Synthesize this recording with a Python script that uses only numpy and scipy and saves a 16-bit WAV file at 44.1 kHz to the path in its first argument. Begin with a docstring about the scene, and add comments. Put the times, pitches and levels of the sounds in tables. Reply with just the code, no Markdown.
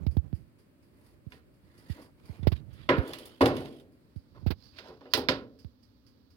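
"""A quiet kitchen, close to a small oven, heard through the two microphones of a hand-held phone.
The oven's clockwork timer ticks over the room air. A baking tray is dragged out: it scrapes along the
wire rack in stick-slip strokes and clanks against it, ringing in its sheet-metal modes.
The hand shifts its grip, which only the right microphone feels, as low thumps and rumble.
Around 4 s the phone comes closer and the hand cups it, colouring the sound."""
import sys
import numpy as np
from scipy import signal
from scipy.io import wavfile
from scipy.ndimage import uniform_filter1d

SR = 44100
rng = np.random.default_rng(int(sys.argv[2]) if len(sys.argv) > 2 else 0)


def file_out(sig):
    """Save sig as 16-bit WAV at sys.argv[1]."""
    # one column per channel
    cols = np.atleast_2d(sig).T
    # limit, then scale
    lim = np.clip(cols, -1, 1)
    pcm = np.round(lim * 32767).astype(np.int16)
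    wavfile.write(sys.argv[1], SR, pcm)


N = 280476

# the tray's strong modes: pitch_hz, level_db, t60_s
TRAY_MODES = [(268, -8.5, 0.5), (364.4, -3.5, 0.28), (404.5, -12, 0.55), (444, -4.5, 0.32),
              (478.5, -3.5, 0.28), (524, -5, 0.37), (573, -2.5, 0.19), (603, -3, 0.24), (638, -5.5, 0.16),
              (760, -10.5, 0.29), (821, -9, 0.22), (988.7, -6.5, 0.084), (1253, -19.5, 0.051),
              (1980, -13.5, 0.15), (2327, -16.5, 0.05), (2862, -14.5, 0.085), (3490, -7, 0.044)]
# how alike ringing metal is at the two microphones: frequency_hz, correlation
METAL_LIKENESS = [(60, 1), (400, .93), (1000, 1), (3000, 0.034), (10000, 0.1)]


def amp(db):
    """Decibels to amplitude."""
    return 10 ** (np.asarray(db) / 20)


def unit_rms(x):
    """Scales a signal to an RMS of one."""
    return x / np.sqrt(np.mean(x ** 2) + 1e-20)


def wander(length, depth_db, span):
    """A gain that drifts at random, smoothed over span samples."""
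    return amp(depth_db * unit_rms(uniform_filter1d(rng.standard_normal(length), span)))


def curve(points, hz, column=1):
    """Joins table rows by straight lines on a log-frequency axis."""
    table = np.array(points, float)
    return np.interp(np.log(hz + 1), np.log(table[:, 0] + 1), table[:, column])


def add(mix, start_s, sound):
    """Mixes a sound in from start_s on."""
    part = mix[..., max(round(start_s * SR), 0):][..., :sound.shape[-1]]
    part += sound[..., :part.shape[-1]]


def colour(x, points, column=1, size=4096):
    """Minimum-phase filter with the dB response of a table."""
    log_gain = np.log(amp(curve(points, abs(np.fft.fftfreq(size, 1 / SR)), column)))
    taps = np.fft.ifft(np.exp(np.conj(signal.hilbert(log_gain)))).real[:size // 2]
    return signal.oaconvolve(x, taps.reshape((1,) * (x.ndim - 1) + (-1,)), axes=-1)[..., :x.shape[-1]]


def noise_pair(length, likeness, shape_db, size):
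    """Two partly alike noises; shape_db(hz, s) sets level over frequency and time."""
    frames, hz = length * 4 // size + 5, np.fft.rfftfreq(size, 1 / SR)[:, None]
    a, b, c, d = rng.standard_normal((frames, len(hz), 4)).T
    alike = np.clip(curve(likeness, hz), -1, 1)
    left = a + 1j * b
    right = alike * left + np.sqrt(1 - alike ** 2) * (c + 1j * d)
    spectra = np.array([left, right]) * amp(shape_db(hz, np.arange(frames) * size / 4 / SR))
    return signal.istft(spectra, nperseg=size, noverlap=size * 3 // 4)[1][:, :length] / np.sqrt(size)


def room_air(spectrum, level_db, balance):
    """Steady kitchen room tone with a slight flutter."""
    # how alike the air is at the two microphones: frequency_hz, correlation
    air_likeness = [(60, 0.6), (180, 1), (550, 0.18), (1650, -0.037), (4970, -0.44)]

    def shape_db(hz, s):
        side_db = curve(balance, hz) / 2
        return curve(spectrum, hz) + np.array([side_db, -side_db]) - abs(side_db) / 2

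    flutter = wander(N, depth_db=.5, span=3000)
    return amp(level_db) * unit_rms(noise_pair(N, air_likeness, shape_db, size=1024)) * flutter


def timer():
    """The escapement clicks evenly; the oven's shell smears each click."""
    # one tick's spectrum: frequency_hz, density_db
    spectrum = [(150, -2.5), (300, 7), (700, -19), (1700, -14), (3000, -16), (4000, -21), (4800, -2.5),
                (5600, -15.5), (7000, -18.5), (10000, -18.5), (16000, -21)]
    # the ticking as the phone moves: time_s, level_db
    levels = [(0, -67.5), (1.5, -80), (1.9, -63.5), (2.3, -71), (3.2, -68.5), (4, -79), (5.5, -68.5),
              (6.36, -72.5)]
    first_s, period_s, t60_s = .1068, .2382, .24
    ticks, t = np.zeros((2, N)), np.arange(round(.23 * SR)) / SR
    attack = 1 - np.exp(-(t / .004) ** 2)
    for start_s in np.arange(first_s, N / SR, period_s):
        burst = noise_pair(len(t), METAL_LIKENESS, lambda hz, s: curve(spectrum, hz) - 60 * s / t60_s, 256)
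        level_db = np.interp(start_s, *np.transpose(levels)) + 2 * rng.standard_normal()
        add(ticks, start_s, amp(level_db) * unit_rms(burst) * attack)
    return ticks


def finger_thump(level_db, length_s, crackle_db, crackle_s):
    """The phone's shell flexes for a few cycles that start fast and settle low, while skin crackles."""
    shell_hz = 69.5
    t = np.arange(round(2 * length_s * SR)) / SR
    force = amp(level_db)  # harder taps start higher and settle sooner
    cycles = shell_hz * t + (1.25 + .7 * force) * (1 - np.exp(-t / (.005 - .0042 * force)))
    swing = (1 - np.exp(-t / .0039)) * np.exp(-(t / (.74 * length_s)) ** 2.66)
    flex = swing * np.sin(2 * np.pi * cycles)
    snap = np.sin(2 * np.pi * 480 * t) * np.exp(-((t - .0013) / .00072) ** 2)
    snap *= amp(1 + 1.4 * level_db)  # a hard fingertip snaps far more than a soft one
    # rubbing skin: frequency_hz, gain_db
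    skin = [(300, 26.5), (750, 14.5), (1500, 10.5), (4800, 8), (7000, -22), (15000, -2.5)]
    rub = t / (.22 * crackle_s)
    crackle = colour(rng.standard_normal(len(t)), skin) * rub * np.exp(1 - rub)
    return amp(crackle_db) * crackle - force * (flex + snap)


def handling_noise():
    """The grip shifts on the phone: a lumpy low rumble and finger thumps."""
    # rumble of the holding hand: time_s, level_db
    grip = [(0.0, -37.5), (0.37, -46.5), (0.65, -70.5), (1.15, -55), (1.61, -64.5), (1.82, -63),
            (2.3, -58.5), (2.48, -38), (3.38, -66.5), (3.58, -49), (4.06, -76), (4.44, -48), (4.9, -79),
            (5.38, -55), (5.95, -73), (6.36, -71.5)]
    # fingers tap the phone: start_s, level_db, length_s, crackle_db, crackle_s
    taps = [(0.067, -14, 0.051, -47, 0.012), (0.17, -10.5, 0.039, -44.5, 0.0074),
            (0.331, -17, 0.028, -53, 0.001), (1.268, -26.5, 0.022, -73, 0.0078),
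            (1.9, -20.5, 0.034, -78, 0.018), (2.296, -26, 0.03, -77, 0.011),
            (2.394, -29.5, 0.23, -76, .008), (2.43, -21.5, 0.077, -61, 0.0038),
            (2.472, -5, 0.023, -34.5, 0.019), (2.52, -16, 0.04, -41, 0.023),
            (2.982, -12, 0.033, -42.5, 0.016), (4.162, -26.5, 0.034, -64, 0.0087),
            (4.429, -31, 0.099, -72, .008), (4.465, -11, 0.035, -44, 0.033),
            (4.506, -22, 0.041, -36, 0.026), (5.648, -29.5, 0.033, -56.5, 0.0055)]
    rumble = signal.sosfilt(signal.butter(2, [50, 140], "band", fs=SR, output="sos"), rng.standard_normal(N))
    grip_db = np.interp(np.arange(N) / SR, *np.transpose(grip))
    handling = amp(grip_db) * unit_rms(rumble) * wander(N, depth_db=2.8, span=1500)
    for start_s, *tap in taps:
        add(handling, start_s - .002, finger_thump(*tap))
    return handling


def contact_db(body_db, edge_db, tilt_db, hz):
    """Spectrum of tray meeting rack: the sheet's drive (body) plus the rim's tilted drive (edge)."""
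    # how contact drives the sheet: frequency_hz, density_db
    body_drive = [(30, -18), (110, -2.5), (200, -5), (260, 4), (424, 2.5), (620, 0), (720, -3.5),
                  (1000, -6), (1500, -12.5), (3870, -36), (9800, -52)]
    # how it drives the rim on the wires: frequency_hz, density_db
    edge_drive = [(200, -42.5), (600, -26), (1300, -8), (2000, -8.5), (3600, -5.5), (5000, -4), (5800, -14),
                  (9800, -20.5), (16000, -19.5)]
    pivot_hz, tilt_octaves = 3870, 1.4
    octaves = np.clip(np.log2((hz + 1) / pivot_hz), -tilt_octaves, tilt_octaves)
    body = body_db + curve(body_drive, hz)
    edge = edge_db + curve(edge_drive, hz) + tilt_db * octaves
    return 10 * np.log10(amp(2 * body) + amp(2 * edge))


def resonance(hz, centre_hz, width_hz, peak_db):
    """Power response of one resonance."""
    return amp(2 * peak_db) / (1 + (2 * (hz - centre_hz) / width_hz) ** 2)


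def tray_scrape(start_s, loudest_s, end_s, wire_hz, body_db, edge_db, tilt_db):
    """One stroke of uneven stick-slip grit and hiss, partly ringing the rack wires and the tray."""
    # rack wires under the tray: pitch_hz, width_hz, peak_db
    rack_wires = [(1040, 14, -1), (2700, 35, 1.5), (4500, 220, -1.5)]
    singing_wire = (wire_hz, wire_hz / 8, 8)
    length = round((end_s - start_s) * SR)

    def shape_db(hz, s):
        swell_db = np.interp(s + start_s, [start_s, loudest_s, end_s], [-16.5, 0, -16.5])
        wires = sum(resonance(hz, *wire) for wire in rack_wires + [singing_wire])
        sheet = sum(resonance(hz, mode_hz, 30, db + 6.5) for mode_hz, db, _ in TRAY_MODES)
        ring_db = 10 * np.log10(1 + wires + sheet)
        # the stroke catches now here, now there in the spectrum
        patches = uniform_filter1d(rng.standard_normal((len(s), len(hz))), size=5, axis=0)
        patch_db = 2.5 * unit_rms(uniform_filter1d(patches, size=5, axis=1)).T
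        return swell_db + contact_db(body_db, edge_db, tilt_db, hz) + ring_db + patch_db - 30 * (hz < 200)

    slips = wander(length, depth_db=2, span=300) * signal.windows.tukey(length, .3)
    return noise_pair(length, METAL_LIKENESS, shape_db, size=1024) * slips


def weak_modes(t, damping):
    """Countless weak tray modes blur into ringing noise; the kitchen's tail sets its fastest decay."""
    # decay of the dense ringing: frequency_hz, t60_s
    decay = [(80, 0.21), (260, 0.89), (600, 0.73), (800, 0.43), (1840, 0.36), (4850, 0.29), (12800, 0.12)]
    room_db, room_t60_s, spacing_hz, spread_db = 5, .14, 40, 9

    def shape_db(hz, s):
        return np.maximum(-60 * damping * s / curve(decay, hz), room_db - 60 * s / room_t60_s)

    ringing = noise_pair(len(t), METAL_LIKENESS, shape_db, size=256)
    mode_hz = np.arange(100, 1300, spacing_hz)
    mode_db = spread_db * (rng.random(len(mode_hz)) - .55) * signal.windows.tukey(len(mode_hz), .2)
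    return colour(ringing, np.c_[mode_hz, mode_db], size=8192)


def strong_modes(t, damping):
    """The tray's strong modes beat in pairs; each blow lands elsewhere and weakens them unevenly."""
    spot_db = 8
    modes = np.zeros((2, len(t)))
    for hz, db, t60_s in TRAY_MODES:
        spot, phase, split, skew = rng.random(4)
        envelope = amp(db - spot_db * spot - 60 * damping * t / t60_s)
        beat = 1 + .5 * np.cos(2 * np.pi * (phase + hz * .023 * split * t))
        modes += envelope * beat * np.sin(2 * np.pi * (hz * t + np.c_[[0, .15 * skew]]))
    return colour(modes, [(300, -5.5), (3000, 13.5)])  # levels the falling spectrum of the modes


def tray_clank(strike_s, body_db, edge_db, tilt_db):
    """The sheet flexes, then the rim cracks on the wire and rings. Returns start time and sound."""
    lead_s, silent_db, held_s = .0025, -200, 4
    t = np.arange(round((.8 if body_db > -25 else .4) * SR)) / SR
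    damping = 1.35 if strike_s > held_s else 1  # gripped in the mitt, the tray dies away faster
    ringing = weak_modes(t, damping) + amp(-7) * strong_modes(t, damping)
    crack = rng.standard_normal(len(t)) * (1 - np.exp(-t / .00031)) * np.exp(-t / .001)
    crack *= amp(18 - 1.1 * abs(tilt_db))  # square blows crack hardest, dull or glancing ones less
    sheet = ringing * (1 - np.exp(-(t / .0046) ** 2))
    rim = ringing * (1 - np.exp(-t / .0021)) * (1 + 2.1 * np.exp(-t / .0024)) + crack
    hz = np.geomspace(30, SR / 2, 60)
    clank = colour(sheet, np.c_[hz, contact_db(body_db, silent_db, tilt_db, hz)])
    add(clank, lead_s, colour(rim, np.c_[hz, contact_db(silent_db, edge_db, tilt_db, hz)]))
    return strike_s - lead_s, clank


def phone_microphones(sound, near):
    """Each microphone has its own colour; the cupping hand adds more as near goes from 0 to 1."""
    # the open microphones: frequency_hz, left_db, right_db
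    response = [(64, 8.5, 9), (655, -6.5, -6), (945, 0, 2.5), (1370, -0.5, 4), (1970, -1.5, 5.5),
                (2380, -4.5, 4.5), (5250, -12, -4), (6400, -4.5, -5), (9100, 2, -19), (9414, 9.5, -12.5),
                (10900, 4, -7.5), (14800, -4, -3)]
    # added by the cupping hand: frequency_hz, left_db, right_db
    cupping = [(300, -3, -2.1), (1003, -0.55, -0.5), (2254, -4.5, -3), (3500, -2.5, 4.5), (4800, -5, 10),
               (5700, -7, 10.5), (6200, 0.5, 4.5), (10100, -7, -1.5), (15000, -9, 5)]
    left = colour(sound[0], response, column=1)
    right = np.roll(colour(sound[1], response, column=2), 12)  # arrives 12 samples later
    cupped = np.array([colour(left, cupping, column=1), colour(right, cupping, column=2)])
    return (1 - near) * np.array([left, right]) + near * cupped


def scene():
    """Timer and tray as the phone hears them, with handling on the right and room air all round."""
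    # the tray strikes the rack: strike_s, body_db, edge_db, tilt_db_per_octave
    blows = [(1.321, -47, -42, -3.5), (2.431, -41, -46, -4), (2.89, -6, -15, -11), (3.076, -31, -41.5, 8.5),
             (3.134, -40, -28.5, 0), (3.186, -35.5, -36.5, 5), (3.255, -42.5, -41, 10.5),
             (3.408, -1, -20.5, -5), (3.415, -46, -18, -2.5), (3.458, -11.5, -17.5, -1),
             (3.567, -28.5, -31.5, -1.5), (3.604, -31.5, -42, 3), (3.657, -36, -40.5, -1),
             (3.765, -50, -57.5, 7), (3.798, -52, -51, 4), (4.786, -37, -34, -4.5), (4.884, -31, -48.5, -1),
             (4.904, -34, -60.5, -4.5), (5.009, -32.5, -54.5, -4), (5.055, -32, -58, -15.5),
             (5.1362, -12, -9, -0.4), (5.173, -13, -40.5, 17.5), (5.286, -9, -11.5, -6)]
    # the tray drags: start_s, loudest_s, end_s, wire_hz, body_db, edge_db, tilt_db_per_octave
    strokes = [(0.807, 1.084, 1.2, 2000, -51, -56, 7), (1.298, 1.335, 1.41, 1800, -43, -43.5, 2.5),
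               (1.585, 1.893, 1.96, 1940, -44.5, -48, 2.5), (1.872, 1.898, 2.09, 1890, -50, -37, 2),
               (1.898, 2.001, 2.12, 262, -35.5, -89, -5), (2.152, 2.349, 2.47, 2320, -39.5, -46, 2.5),
               (2.544, 2.561, 2.61, 3760, -49, -41, -2.5), (2.676, 2.804, 2.96, 3440, -47, -45.5, -3.5),
               (2.878, 3.123, 3.46, 3100, -37, -37, 1), (3.476, 3.575, 3.86, 3260, -58, -39, 2),
               (4.335, 4.356, 4.46, 345, -34.5, -54.5, -3.5), (4.538, 4.66, 4.8, 4700, -51.5, -49.5, 1.5),
               (4.719, 4.785, 4.87, 2400, -42, -41.5, -1.5), (4.804, 4.859, 5.0, 554, -34, -43.5, -3.5),
               (4.956, 5.07, 5.14, 2950, -43, -53, -4), (5.097, 5.123, 5.14, 4760, -60, -46, 0)]
    # the phone comes closer: time_s, near_share
    approach = [(3.901, 0.13), (4.501, 0.95)]
    # room air, far and near: (frequency_hz, density_db), level_db, (frequency_hz, left_minus_right_db)
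    air_far = ([(43, -12), (118, 4.5), (154, -1.5), (330, 0.5), (491, -14), (590, -4.5), (673, -20),
                (948, -18), (1650, -20.5), (2390, -22), (5850, -39.5), (9650, -31), (16400, -40.5)],
                -62.5, [(60, 20.5), (200, 0), (2380, -3), (4400, 9.5), (8120, 15.5), (15000, 0)])
    air_near = ([(30, -30.5), (86, 2.5), (135, -20.5), (175, -15), (268, 3), (305, -14), (531, -15),
                 (710, -26), (1050, -23.5), (2580, -34), (4740, -27), (7030, -45), (12000, -47),
                 (16400, -41.5)], -61.5, [(60, -6), (110, 7), (200, -3), (1290, -0.5), (4400, -22.5),
                 (8120, -7.5), (15000, -7)])
    oven = timer()
    for blow in blows:
        add(oven, *tray_clank(*blow))
    for stroke in strokes:
        add(oven, stroke[0], tray_scrape(*stroke))
    near = np.interp(np.arange(N) / SR, *np.transpose(approach))
    mix = phone_microphones(oven, near)
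    mix[1] += handling_noise()
    return mix + np.sqrt(1 - near) * room_air(*air_far) + np.sqrt(near) * room_air(*air_near)


def record(dry):
    """Microphone hiss, a bass cut, converter overload at the ceiling and the band limit."""
    hiss_hz, hiss_db, bass_cut_hz, ceiling, top_hz = 12500, -78, 40, .97, 16300
    white = rng.standard_normal(dry.shape)
    hiss = amp(hiss_db) * signal.sosfilt(signal.butter(4, hiss_hz, "high", fs=SR, output="sos"), white)
    thinned = signal.sosfilt(signal.butter(2, bass_cut_hz, "high", fs=SR, output="sos"), dry + hiss)
    clipped = np.clip(thinned, -ceiling, ceiling)
    band_limit = signal.firwin(511, top_hz, window=("kaiser", 9), fs=SR)
    return ceiling * signal.oaconvolve(clipped, band_limit[None], "same")


dry = scene()
out = record(dry)
file_out(out)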